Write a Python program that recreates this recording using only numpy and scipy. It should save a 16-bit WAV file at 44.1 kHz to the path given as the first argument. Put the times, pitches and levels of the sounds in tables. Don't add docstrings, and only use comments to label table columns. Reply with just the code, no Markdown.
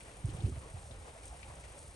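import sys
import numpy as np
from scipy import signal
from scipy.fft import rfft, irfft
from scipy.io import wavfile

SR = 44100
rng = np.random.default_rng(int(sys.argv[2]) if len(sys.argv) > 2 else 0)


def transcribe(u):
    v = np.clip(np.atleast_2d(u).T, -1, 1)
    q = np.round(v * 32767).astype(np.int16)
    wavfile.write(sys.argv[1], SR, q)


N = 85995
T = np.arange(N) / SR
HZ = np.maximum(np.fft.rfftfreq(N, 1 / SR), 1)
SIDES = np.array([[1], [-1]])


def from_db(db):
    return 10 ** (np.asarray(db) / 20)


def rms_one(x):
    return x / np.sqrt(np.mean(x ** 2) + 1e-20)


def in_time(rows):
    return np.interp(T, *np.transpose(rows))


def over_hz(rows):
    hz, *columns = np.transpose(rows)
    return [np.interp(np.log(HZ), np.log(hz), column) for column in columns]


def drift(rate_hz):
    pole = np.exp(-2 * np.pi * rate_hz / SR)
    return rms_one(signal.lfilter([1], [1, -2 * pole, pole * pole], rng.standard_normal(2 * N))[N:])


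def grains(per_s, spread_db):
    sizes = from_db(spread_db * np.minimum(rng.exponential(1, N), 5))
    return sizes * rng.choice([-1, 1], N) * (rng.random(N) < per_s / SR)


def bursts(rows, rise_s, decay_s):
    return sum(from_db(db) * np.clip((T - start) / rise_s, 0, 1)
               * np.exp(-np.maximum(T - start - rise_s, 0) / decay_s) for start, db in rows)


def swell(age, rise_s):
    return age / rise_s * np.exp(1 - age / rise_s)


def hump(hz, width):
    freqs = np.geomspace(hz / 8, hz * 8, 61)
    return np.transpose([freqs, -10 * np.log10(1 + ((freqs / hz - hz / freqs) / (2 * width)) ** 2)])


def far(pair, colour):
    # (frequency [Hz], likeness of sides [0-1], left over right [dB], left lead [rad])
    arrival = [(60, .99, -1.8, 0), (150, .98, -2.4, .1), (330, .87, -2, .4), (600, .78, .5, .75),
               (1100, .7, 1.3, 1.2), (1700, .25, 2.5, 2.2), (2500, .2, 4, 1.2), (5000, .3, 3, .5)]
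    alike, pan_db, lead = over_hz(arrival)
    common, apart = rfft(pair)
    stereo = np.sqrt(1 + alike) * common + SIDES * np.sqrt(1 - alike) * apart
    stereo *= np.exp(.5j * SIDES * lead) * pan(pan_db)
    return rms_one(irfft(stereo * from_db(over_hz(colour)[0]), N))


def near(clicks, colour):
    # (frequency [Hz], left over right [dB], left lead [rad])
    arrival = [(2500, 4, 1), (4000, 3, .3), (7200, 4, .4), (7800, 1, .8), (8600, 0, 0), (9400, 0, -1.9),
               (10200, 0, -3.1)]
    pan_db, lead = over_hz(arrival)
    spectrum = rfft(clicks) * from_db(over_hz(colour)[0])
    return rms_one(irfft(spectrum * pan(pan_db) * np.exp(.5j * lead * SIDES), N))


def pan(db):
    left = from_db(np.atleast_1d(db) / 2)
    return np.array([left, 1 / left]) / np.sqrt((left ** 2 + left ** -2) / 2)


def street():
    # (frequency [Hz], relative level [dB])
    rumble_colour = [(20, -23), (33, -15), (52, 3.5), (70, 0.5), (105, -8), (170, -16.5), (400, -50),
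                     (1500, -67.5)]
    hush_colour = [(60, -32), (170, -20), (280, -19), (400, -16), (520, -13), (720, -16.5), (1000, -18),
                   (1600, -22), (2400, -22), (3500, -28.5), (5000, -35.5), (10000, -40.5)]
    # (time [s], level [dB])
    rumble_level = [(0, -60.5), (.2, -53.5), (.65, -51.5), (1.0, -50.5), (1.15, -60), (1.3, -52),
                    (1.5, -53.5), (1.66, -54), (1.78, -55), (1.95, -53)]
    rumble = from_db(in_time(rumble_level)) * far(rng.standard_normal((2, N)), rumble_colour)
    hush = from_db(-57.5 + 1.5 * drift(rate_hz=17.6)) * far(rng.standard_normal((2, N)), hush_colour)
    return rumble + hush


def rustle():
    # (time [s], relative level [dB])
    tick_level = [(0, -58), (.2, -61.5), (.36, -57.5), (.5, -60), (.64, -60.5), (.74, -60), (.87, -59.5),
                  (.98, -62.5), (1.06, -59.5), (1.2, -61), (1.27, -56.5), (1.34, -60), (1.5, -59.5),
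                  (1.57, -60.5), (1.68, -60), (1.79, -57), (1.93, -60)]
    # (time [s], level [dB])
    crackles = [(.013, -62), (.2555, -49.5), (.494, -51.5), (.591, -55), (.700, -54), (.839, -54.5),
                (1.2545, -46.5), (1.278, -52.5), (1.552, -51), (1.608, -54), (1.7895, -50.5)]
    # (frequency [Hz], relative level [dB])
    tick_colour = [(1500, -23), (2600, -13.5), (4000, -5), (5000, -5.5), (6200, -2.5), (7400, -4.5),
                   (8300, 2.5), (9300, 5), (9900, 11), (10500, -8)]
    crackle_colour = [(2500, -31), (4500, -14.5), (6200, 2), (7500, -0.5), (8500, 10), (9400, 13),
                      (10300, -20)]
    level = from_db(1.5 + in_time(tick_level) + 1.3 * drift(rate_hz=55))
    ticks = level * near(grains(per_s=9000, spread_db=1.5), tick_colour)
    fizz = near(grains(per_s=30000, spread_db=0), crackle_colour)
    return ticks + bursts(crackles, rise_s=.001, decay_s=.0055) * fizz


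def crumbs():
    # (time [s], level [dB])
    fall = [(0, -59.5), (.22, -61), (.28, -46.5), (.38, -50.5), (.43, -46.5), (.49, -45), (.55, -55.5),
            (.64, -53), (.78, -70), (1.0, -60.5), (1.15, -62.5), (1.95, -61.5)]
    # (frequency [Hz], relative level [dB])
    colour = [(30, -6), (58, -2), (110, -0.5), (200, -13), (350, -12), (600, -29), (1200, -39.5),
              (3000, -35), (8000, -52)]
    impacts = [grains(per_s=700, spread_db=3) for _ in range(2)]
    return from_db(in_time(fall)) * far(impacts, colour)


def scuffs():
    # (time [s], level [dB], centre pitch [Hz])
    rubs = [(.005, -56, 2450), (0.291, -55, 3300), (.365, -57.5, 2700), (.402, -56.5, 3340),
            (0.454, -55, 2600), (.908, -56.5, 3540), (1.233, -58, 2420), (1.4286, -50.5, 2466),
            (1.639, -53, 2050)]
    grit = rfft([grains(per_s=8000, spread_db=1) for _ in range(2)])
    out = np.zeros((2, N))
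    for start, db, hz in rubs:
        colour = from_db(over_hz(hump(hz, width=.12))[0])
        out += rms_one(irfft(grit * colour, N)) * bursts([(start, db)], rise_s=.0013, decay_s=.014)
    return pan(db=5.5) * out


def plops():
    per_s, low_hz, high_hz, quietest_db, range_db = 50, 425, 899.7, -63, 4
    out = np.zeros((2, N))
    draws = rng.random((400, 4))
    times = np.cumsum(-np.log(draws[:, 0])) / per_s
    for start, (_, pitch, size, side) in zip(times, draws):
        if start < T[-1]:
            first = int(start * SR)
            age = T[:N - first]
            hz = low_hz * (high_hz / low_hz) ** pitch
            tone = np.sin(2 * np.pi * hz * age + side * np.pi / 4 * SIDES)
            out[:, first:] += from_db(quietest_db + range_db * size) * swell(age, rise_s=.01) ** 2 * tone
    return out


def thuds():
    # (time [s], level [dB], starting pitch [Hz])
    clumps = [(0.2396, -26, 161.3), (0.285, -38.5, 156), (0.324, -37, 129), (0.341, -36.5, 188),
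              (.381, -38.5, 166), (0.4348, -23, 143.5), (.461, -29.5, 111.3), (0.513, -34.5, 150),
              (0.533, -36.5, 103), (0.568, -36.5, 137.5), (.737, -34.5, 139), (0.767, -40, 110),
              (0.795, -48, 113), (.851, -56, 136), (0.898, -46.5, 166), (.962, -49, 99), (1.238, -47, 78),
              (1.493, -45, 144), (1.578, -46.5, 99)]
    # (time [s], level [dB], pitch [Hz])
    knocks = [(.285, -40, 308), (0.431, -47, 230), (.446, -47, 226), (.460, -37, 198), (.477, -41, 361),
              (.484, -39.5, 244), (.494, -44, 360), (.514, -45.5, 288), (0.908, -53.5, 250)]
    sink_s, settled_hz = .026, 41.7
    boom_hz, boom_db = 53.3, -13
    echo_s, echo_db = .047, -19.5
    out = np.zeros(N)
    for start, db, hz in clumps:
        age = np.maximum(T - start, 0)
        cycles = settled_hz * age + (hz - settled_hz) * sink_s * (1 - np.exp(-age / sink_s))
        out -= from_db(db) * swell(age, rise_s=.013) ** 2.16 * np.sin(2 * np.pi * cycles)
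        out -= from_db(db + boom_db) * swell(age, rise_s=.026) ** 2 * np.sin(2 * np.pi * boom_hz * age)
    for start, db, hz in knocks:
        age = np.maximum(T - start, 0)
        out += from_db(db) * swell(age, rise_s=.0038) * np.sin(2 * np.pi * hz * age)
    echo = from_db(echo_db) * np.interp(T - echo_s, T, out)
    return pan(db=-2.5) * (out + echo)


def slumps():
    # (peak time [s], level [dB], spread in time [s], centre pitch [Hz])
    crunches = [(0.338, -57, 0.011, 1100), (0.36, -59.5, 0.026, 490), (0.388, -55, 0.025, 730),
                (0.53, -60, 0.0095, 1200), (0.571, -61, 0.0072, 666), (0.633, -59.5, 0.02, 1130),
                (0.661, -55, 0.013, 490), (0.772, -55, 0.012, 776), (0.862, -56.5, 0.0073, 610),
                (0.911, -54, 0.011, 570), (1.066, -55.5, .024, 472), (1.081, -57, 0.014, 760),
                (1.083, -62, 0.0081, 1180), (1.166, -59.5, 0.021, 650), (1.335, -55, 0.021, 744),
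                (1.501, -56, 0.011, 1050), (1.519, -53, 0.014, 660), (1.69, -59, 0.022, 600)]
    grit = [grains(per_s=4000, spread_db=1) for _ in range(2)]
    out = np.zeros((2, N))
    for peak, db, spread, hz in crunches:
        level = from_db(db) * np.exp(-.5 * ((T - peak) / spread) ** 2)
        out += level * far(grit, hump(hz, width=.05))
    return out


def scene():
    return street() + rustle() + thuds() + crumbs() + slumps() + plops() + scuffs()


def record(dry):
    cutoff_hz = 10120
    return signal.sosfilt(signal.ellip(12, .1, 70, cutoff_hz, fs=SR, output="sos"), dry)


dry = scene()
out = record(dry)
transcribe(out)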